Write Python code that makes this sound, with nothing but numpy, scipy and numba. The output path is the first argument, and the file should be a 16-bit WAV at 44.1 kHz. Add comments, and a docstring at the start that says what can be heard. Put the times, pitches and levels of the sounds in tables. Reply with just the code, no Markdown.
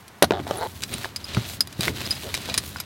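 """Car door, keys and nylon bag

A car door unlatches with a sharp double clunk and creaks open, close to the microphone, outdoors.
A hand that holds a bunch of keys drags a nylon backpack over the seat: keys clink and clack,
damped by the fingers, cloth swishes and crinkles, the bag bumps softly. Hits are decaying modes and
noise bursts, the creak is stick-slip pulses through resonances, cloth and outdoor air are shaped noise."""
import sys
import numpy as np
from scipy import signal
from scipy.fft import rfft, irfft
from scipy.io import wavfile
from scipy.ndimage import uniform_filter1d
from numba import njit

SR = 44100
rng = np.random.default_rng(int(sys.argv[2]) if len(sys.argv) > 2 else 0)


def wav_record(signal):
    """Record a signal, one row per channel, as 16-bit PCM in the file named by sys.argv[1]."""
    frames = np.transpose(np.atleast_2d(signal))
    bounded = np.clip(frames, -1, 1)
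    # unit amplitude maps onto the largest positive 16-bit level
    quanta = np.round(bounded * 32767).astype(np.int16)
    wavfile.write(sys.argv[1], SR, quanta)


N = 125685
T = np.arange(N) / SR
HIT_T = T[:SR // 5]  # time within one hit, s


def undb(db):
    """Decibels to gain."""
    return 10 ** (np.asarray(db) / 20)


def unit(x):
    """Scale to rms 1."""
    return x / np.sqrt(np.mean(x ** 2) + 1e-18)


def noise(count=N):
    """White noise."""
    return rng.standard_normal(count)


def curve(rows, axis=1):
    """One column of a table, joined by straight lines in time."""
    rows = np.array(rows)
    return np.interp(T, rows[:, 0], rows[:, axis])


def add(out, at, x):
    """Mix a sound in at a time in seconds."""
    i = max(int(at * SR), 0)
    out[i:i + len(x)] += x[:max(N - i, 0)]


def colour(x, points, tilt_db=0):
    """Give a noise a spectrum and a tilt in dB per octave above 1 kHz; rms 1."""
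    hz, db = np.array(points).T
    f = np.fft.rfftfreq(len(x), 1 / SR) + 1
    octaves = np.log2(np.maximum(f / 1000, 1))
    gain_db = np.interp(np.log(f), np.log(hz), db) + tilt_db * octaves
    return unit(irfft(rfft(x) * undb(gain_db), len(x)))


def fade(t60):
    """Exponential decay of a hit, by 60 dB in t60 seconds."""
    return np.exp(-np.log(1000) * HIT_T / max(t60, 1e-3))


def burst(points, t60, tilt_db=0):
    """Dense, quickly dying vibration of a contact."""
    return colour(noise(len(HIT_T)), points, tilt_db) * fade(t60)


def ring(modes, ratio=1, tilt_db=0):
    """Struck modes as decaying sines, tilted in dB per octave about the strongest one."""
    main_hz = max(modes, key=lambda m: m[1])[0]
    out = np.zeros(len(HIT_T))
    for hz, db, t60 in modes:
        level = undb(db + tilt_db * np.log2(hz / main_hz))
        out += level * np.sin(2 * np.pi * hz * ratio * HIT_T) * fade(t60)
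    return out


def walk(rate):
    """Smooth random wander, rms 1, with a new target at the given rate per second."""
    k = int(SR / rate)
    steps = np.repeat(noise(N // k + 1), k)
    return unit(uniform_filter1d(steps, k)[:N])


@njit
def resonate(x, hz, width):
    """Band-pass with a moving centre."""
    y, b, l = np.empty(len(x)), 0., 0.  # output, band and low-pass states
    for i in range(len(x)):
        g, k = np.tan(np.pi * hz[i] / SR), width / hz[i]
        v = (b + g * (x[i] + 1e-18 - l)) / (1 + g * (g + k))
        b, l, y[i] = 2 * v - b, l + 2 * g * v, k * v
    return y


def band(x, hz, width):
    """A resonance applied twice, for steep sides; the centre may move."""
    centre = np.ones(len(x)) * hz
    return resonate(resonate(x, centre, width), centre, width)


# Spectrum of the open air. Each row: frequency in Hz, level in dB.
AIR_COLOUR = [(18, -39), (30, -24), (92, 1.5), (472, -8.5), (1200, -7.5), (15000, -33)]
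AIR_DB = -48.5


def outdoor_air():
    """Steady outdoor background: noise that is strongest in the bass."""
    return undb(AIR_DB) * colour(noise(), AIR_COLOUR)


CABIN_DB, CABIN_T60_S = -13, 0.063


def cabin(near):
    """Short, dead reflections of the cabin: the sources smeared by a fading noise tail."""
    tail = noise(len(HIT_T)) * fade(CABIN_T60_S) * (HIT_T > .002)
    return undb(CABIN_DB) * signal.fftconvolve(near, tail / np.linalg.norm(tail))[:N]


# Level of the bag's low shuffling. Each row: time in seconds, level in dB.
SHUFFLE = [(.21, -68), (.24, -34.5), (.8, -45.5), (.97, -38.5), (1.14, -49), (1.32, -40.5), (1.38, -27),
           (1.44, -40.5), (1.76, -45.5), (1.88, -32), (2.16, -40.5), (2.56, -38), (2.85, -46)]
# Its spectrum. Each row: frequency in Hz, level in dB.
SHUFFLE_COLOUR = [(25, -40), (50, -12.5), (85, -1.5), (200, -5.5), (350, -14.5), (2000, -50)]


def shuffle():
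    """The bulk of the bag shuffles: low noise that follows the drag."""
    return colour(noise(), SHUFFLE_COLOUR) * undb(curve(SHUFFLE))


CRINKLE_RATE_PER_S = 1500  # rms of the uneven catch rate
CRINKLE_SPREAD_DB, CRINKLE_T60_S = 4, 0.0037
CRINKLE_SHARE = 0.53  # share of the friction's power


def friction():
    """Nylon threads catch in clusters of tiny crinkles, over a smooth hiss."""
    draw = rng.random(N)
    chance = unit(undb(5 * walk(40))) * CRINKLE_RATE_PER_S / SR
    catches = (draw < chance) * noise()
    catches *= undb(CRINKLE_SPREAD_DB * np.minimum(rng.exponential(size=N), 2.8))
    # each catch adds a decaying puff of power, filled with noise
    power = signal.fftconvolve(catches ** 2, fade(CRINKLE_T60_S) ** 2)[:N]
    crinkles = np.sqrt(np.abs(power)) * noise()
    return np.sqrt(CRINKLE_SHARE) * unit(crinkles) + np.sqrt(1 - CRINKLE_SHARE) * noise()


# Level of the nylon's rasp before its flutter. 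Each row: time in seconds, level in dB.
RASP = [(.43, -56), (.48, -42.5), (.72, -51.5), (.87, -52.5), (.93, -40), (1.06, -38), (1.11, -53),
        (1.24, -48), (1.30, -35.5), (1.38, -38), (1.54, -39.5), (1.61, -56.5), (1.775, -49), (1.81, -32.5),
        (1.875, -31), (1.93, -44.5), (2.0, -35), (2.22, -41), (2.49, -35.5), (2.65, -46), (2.78, -46.5),
        (2.85, -54)]
# Level of the fine hiss of sliding cloth. Each row: time in seconds, level in dB.
SWISH = [(.44, -62), (.48, -46), (.78, -49), (1.05, -43.5), (1.11, -58.5), (1.45, -48), (1.49, -41),
         (1.55, -38.5), (1.60, -65), (1.77, -56.5), (1.82, -38), (1.88, -35.5), (1.93, -52.5), (1.99, -43),
         (2.61, -48.5), (2.68, -39.5), (2.85, -64.5)]
# Spectra of the rasp and of the swish. Each row: frequency in Hz, level in dB.
RASP_COLOUR = [(150, -15), (500, 0.5), (1100, -1.5), (4100, 3), (5500, -7), (8000, -13), (12000, -25),
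               (16000, -41)]
SWISH_COLOUR = [(1500, -21.5), (4000, -3), (12500, 2.5), (16000, 0)]
FLUTTER_DB = 2.03


def cloth():
    """The same nylon friction is heard as a fluttering rasp and as a bright swish."""
    rubbing = friction()
    rasp_db = curve(RASP) + FLUTTER_DB * walk(81)
    rasp = colour(rubbing, RASP_COLOUR) * undb(rasp_db) * (T > KNOCKS[0][0])
    swish = colour(rubbing, SWISH_COLOUR) * undb(curve(SWISH))
    return rasp + swish


# Fingers on the bag's padding. Each row: centre in seconds, level in dB, pitch in Hz.
RUBS = [(.93, -39, 337), (1.049, -44.5, 474), (1.891, -35.5, 430), (2.266, -35.5, 473), (2.5, -38.5, 520)]
RUB_SPREAD_S, RUB_WIDTH = 0.02, 0.6  # filter width as a share of the pitch


def finger_rubs():
    """Fingers rub the padding: narrow noise that swells and sinks."""
    out = np.zeros(N)
    for at, db, hz in RUBS:
        swell = np.exp(-.5 * ((T - at) / RUB_SPREAD_S) ** 2)
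        out += undb(db) * unit(band(noise(), hz, RUB_WIDTH * hz)) * swell
    return out


# The bag bumps the seat. Each row: start in seconds, level in dB, pitch in Hz.
BUMPS = [(.945, -21, 140), (1.373, -11, 116.5), (1.791, -17.5, 171), (1.868, -21, 344), (1.895, -21, 267),
         (2.008, -24.5, 265), (2.068, -24.5, 163), (2.513, -27, 135)]
BUMP_T60_S, BUMP_ATTACK_S = 0.061, 0.004
BUMP_RUSTLE_DB, BUMP_WIDTH = -5, 1.5  # filter width as a multiple of the pitch


def bag_bumps():
    """The soft bag thuds on the seat: a low damped tone with a rustle and a blunt attack."""
    out = np.zeros(N)
    attack = np.minimum(HIT_T / BUMP_ATTACK_S, 1)
    for at, db, hz in BUMPS:
        thud = ring([(hz, 0, BUMP_T60_S)])
        rustle = unit(band(noise(len(HIT_T)), hz, BUMP_WIDTH * hz)) * fade(BUMP_T60_S)
        add(out, at, undb(db) * (thud + undb(BUMP_RUSTLE_DB) * rustle) * attack)
    return out


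# Plastic buckles and the key tag. Each row: start in seconds, level in dB, pitch in Hz.
TAPS = [(1.0450, -17, 1700), (1.056, -21, 920), (1.3698, -17, 1310), (1.8809, -8.5, 2104),
        (2.4892, -23.5, 835), (2.7603, -21, 1480)]
# Modes of a plastic part. Each row: multiple of its pitch, level in dB, t60 in seconds.
PLASTIC = [(.72, -9.5, 0.014), (1, 0.5, 0.013)]
TAP_CRACK_DB = -11.5


def plastic_taps():
    """Plastic parts tap: two short modes and a crack of contact noise."""
    out = np.zeros(N)
    for at, db, hz in TAPS:
        crack = burst(CONTACT_COLOUR, PLASTIC[0][2], tilt_db=-2)
        add(out, at, undb(db) * (ring(PLASTIC, hz) + undb(TAP_CRACK_DB) * crack))
    return out


# Stick-slip of the opening door. Each row: time in seconds, slips per second before jitter,
# level in dB, resonance ratio.
CREAK = [(.31, 119, -59, 0.82), (.335, 118, -26, 0.92), (.40, 89, -34, 0.83), (.435, 90, -62, 0.67),
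         (.48, 122, -34, 1.07), (.55, 170, -35.5, 0.87), (.632, 175, -27, 1.084), (.647, 108, -35, 0.99),
         (.665, 136, -26.5, 1.065), (.678, 125, -56, 1)]
# Resonances that the creak rings. Each row: frequency in Hz before the ratio, filter width in Hz,
# level in dB.
HINGE = [(463, 187, 8), (660, 183, 7.5), (810, 147, 10), (1250, 360, -1.5), (1800, 250, -5.5),
         (3900, 880, -9)]
SLIP_JITTER, SLIP_SPREAD_DB = .07, 2  # jitter as a share of the slip rate
SCUFF_S, SCUFF_DB = .0015, -19  # decay time constant, level


def creak():
    """Uneven slips, each with a short scuff, ring resonances that glide as the door swings."""
    rate = curve(CREAK) * np.exp(SLIP_JITTER * walk(150))
    phase = np.cumsum(rate) / SR
    slips = np.diff(np.floor(phase), prepend=0) * undb(SLIP_SPREAD_DB * noise())
    since_slip = (phase % 1) / rate
    scuff = undb(SCUFF_DB) * noise() * np.exp(-since_slip / SCUFF_S)
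    ratio = curve(CREAK, axis=3)
    body = sum(undb(db) * band(slips + scuff, hz * ratio, width) for hz, width, db in HINGE)
    moving = (T > CREAK[0][0]) * (T < CREAK[-1][0])
    return unit(body) * undb(curve(CREAK, axis=2)) * moving


# Knocks in the door panel. Each row: start in seconds, level in dB, pitch ratio.
KNOCKS = [(0.2236, 0, 1.), (.2340, -5, 0.99), (0.2406, -7.5, 1.28), (0.3078, -3, 0.78), (.3210, -12, 1.2),
          (0.3998, -19, .7), (0.4685, -22.5, 1.24), (0.5102, -9, 1)]
# Modes of the door panel. Each row: frequency in Hz before the ratio, level in dB, t60 in seconds.
PANEL = [(178, -9, 0.083), (453, -10, 0.035), (571, 3, 0.024), (756, -8.5, 0.028), (1164, -6, 0.022),
         (1630, -10.5, 0.0085), (3060, -6.5, 0.0075)]
PANEL_CRACK_DB, PANEL_CRACK_T60_S, PANEL_LOW_HZ = -9.5, 0.015, 175


def door_panel():
    """Each knock cracks and rings the panel's modes; the panel radiates little bass."""
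    out = np.zeros(N)
    for at, db, ratio in KNOCKS:
        crack = undb(PANEL_CRACK_DB) * burst(CONTACT_COLOUR, PANEL_CRACK_T60_S, tilt_db=-6)
        add(out, at, undb(db) * (crack - 0.55 * ring(PANEL, ratio)))
    return signal.sosfilt(signal.butter(3, PANEL_LOW_HZ, "high", fs=SR, output="sos"), out)


# The latch springs free and rattles. Each row: start in seconds, level in dB, t60 in seconds.
LATCH = [(0.2254, -4.5, 0.019), (0.2269, -11.5, 0.023), (0.2353, -24, 0.017), (0.244, -15.5, 0.019),
         (0.2504, -28, 0.02)]
# Spectrum of the latch. Each row: frequency in Hz, level in dB.
LATCH_COLOUR = [(200, -22), (1500, -1), (3100, -13), (3850, 2.5), (4700, -10), (6000, -7), (7200, -22),
                (10500, -4.5), (12000, -13.5), (16000, -36)]


def latch():
    """The latch snaps and rattles: short bursts of bright noise."""
    out = np.zeros(N)
    for at, db, t60 in LATCH:
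        add(out, at, undb(db) * burst(LATCH_COLOUR, t60))
    return out


# Keys clack together. Each row: start in seconds, level in dB, treble tilt in dB per octave, t60 in
# seconds of the contact noise.
CLACKS = [(0.08, -39.5, 6.5, 0.033), (0.8214, -23.5, 4, 0.012), (0.8289, -28.5, 1.5, 0.033),
          (0.8357, -19, 4, 0.02), (0.9402, -23.5, 4, 0.014), (1.3474, -21, -1, 0.018),
          (1.673, -29, 6, 0.013), (1.726, -35.5, 4.5, 0.036), (1.8082, -11.5, 5, 0.0081),
          (2.3413, -17, 1.5, 0.023), (2.3493, -19, 3.5, 0.022), (2.4982, -16, -2.5, 0.005),
          (2.5416, -15.5, 2.5, 0.014), (2.5473, -24.5, 2, 0.024), (2.5777, -14.5, 3.5, 0.037),
          (2.801, -24, 4, 0.035)]
# Spectrum of hard contacts, also for clinks, taps and knocks. Each row: frequency in Hz, level in dB.
CONTACT_COLOUR = [(200, 2.5), (700, -2), (1400, 2.5), (3000, 0.5), (4000, 0), (6000, -5.5), (9500, -10.5),
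                  (13000, -19), (16000, -28)]
# Modes of the bunch. Each row: frequency in Hz, level in dB, t60 in seconds.
BUNCH = [(2390, -11, 0.042), (3900, -9.5, 0.054), (4800, -15.5, 0.063)]


def key_clacks():
    """Keys clack dryly: contact noise with the bunch's modes, slightly detuned each time."""
    out = np.zeros(N)
    for at, db, tilt, t60 in CLACKS:
        contact = burst(CONTACT_COLOUR, t60, tilt)
        bunch = ring(BUNCH, 1 + 0.016 * rng.standard_normal(), tilt)
        add(out, at, undb(db) * (contact + bunch))
    return out


# Small keys and the key ring. Each row: start in seconds, level in dB, pitch in Hz.
PINGS = [(0.5716, -25.5, 10150), (0.584, -27, 9710), (0.9392, -21, 8970), (1.1614, -20.5, 4620),
         (1.606, -21, 12300), (2.5767, -14.5, 9230), (2.5795, -24, 9700), (2.802, -24, 12600)]
PING_T60_S = 0.029


def key_pings():
    """Small metal parts ping: one high tone with narrow-band chatter around it."""
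    out = np.zeros(N)
    for at, db, hz in PINGS:
        chatter = unit(band(noise(len(HIT_T)), hz, 0.078 * hz)) * fade(PING_T60_S)
        add(out, at, undb(db) * (ring([(hz, 0, PING_T60_S)]) + undb(-9) * chatter))
    return out


# One key rings. Each row: start in seconds, level in dB, contact noise in dB relative to that level.
CLINKS = [(2.801, -25.5, -9), (1.1612, -20.5, -5.5), (1.243, -25, -13), (2.153, -31, -12),
          (2.5416, -24, -14), (1.6069, -8, -12), (2.055, -26, -17), (2.108, -11.5, -20),
          (2.1124, -17.5, -10), (2.5779, -17.5, -0.5), (2.7679, -32.5, -8)]
# Modes of that key. Each row: frequency in Hz, level in dB, t60 in seconds before the grip.
KEY = [(4700, -15, .028), (4967, 1.5, 0.053), (5230, -14, .018), (9960, -8, 0.019)]
CONTACT_T60_S, CONTACT_TILT_DB = 0.038, 5.5  # tilt per octave
KEY_BUILD_S, KEY_GRIP_S, KEY_BUZZ = 0.00038, 0.012, 0.23  # buzz: spread of the log level


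def key_clinks():
    """A struck key's modes build up, buzz, and are choked by the fingers."""
    out = np.zeros(N)
    build = -np.expm1(-HIT_T / KEY_BUILD_S)
    grip = np.exp(-np.square(HIT_T / KEY_GRIP_S))
    for at, db, contact_db in CLINKS:
        tone = ring(KEY, 1 + 0.0016 * rng.standard_normal())
        buzz = np.exp(KEY_BUZZ * walk(700)[:len(HIT_T)])
        contact = burst(CONTACT_COLOUR, CONTACT_T60_S, CONTACT_TILT_DB)
        add(out, at, undb(db) * (tone * buzz * build * grip + undb(contact_db) * contact))
    return out


def scene():
    """All sources with the reflections of the cabin, over the outdoor air."""
    door = door_panel() + latch() + creak()
    keys = key_clinks() + key_pings() + key_clacks()
    bag = plastic_taps() + bag_bumps() + finger_rubs() + cloth() + shuffle()
    near = door + keys + bag
    return (near + cabin(near) + outdoor_air())[None]


CLIP_LEVEL, TOP_HZ = 1., 16000


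def record(dry):
    """Peaks beyond full scale clip, then a steep low-pass cuts the top."""
    clipped = np.clip(dry, -CLIP_LEVEL, CLIP_LEVEL)
    return signal.sosfilt(signal.ellip(8, .2, 80, TOP_HZ, fs=SR, output="sos"), clipped)


dry = scene()
out = record(dry)
wav_record(out)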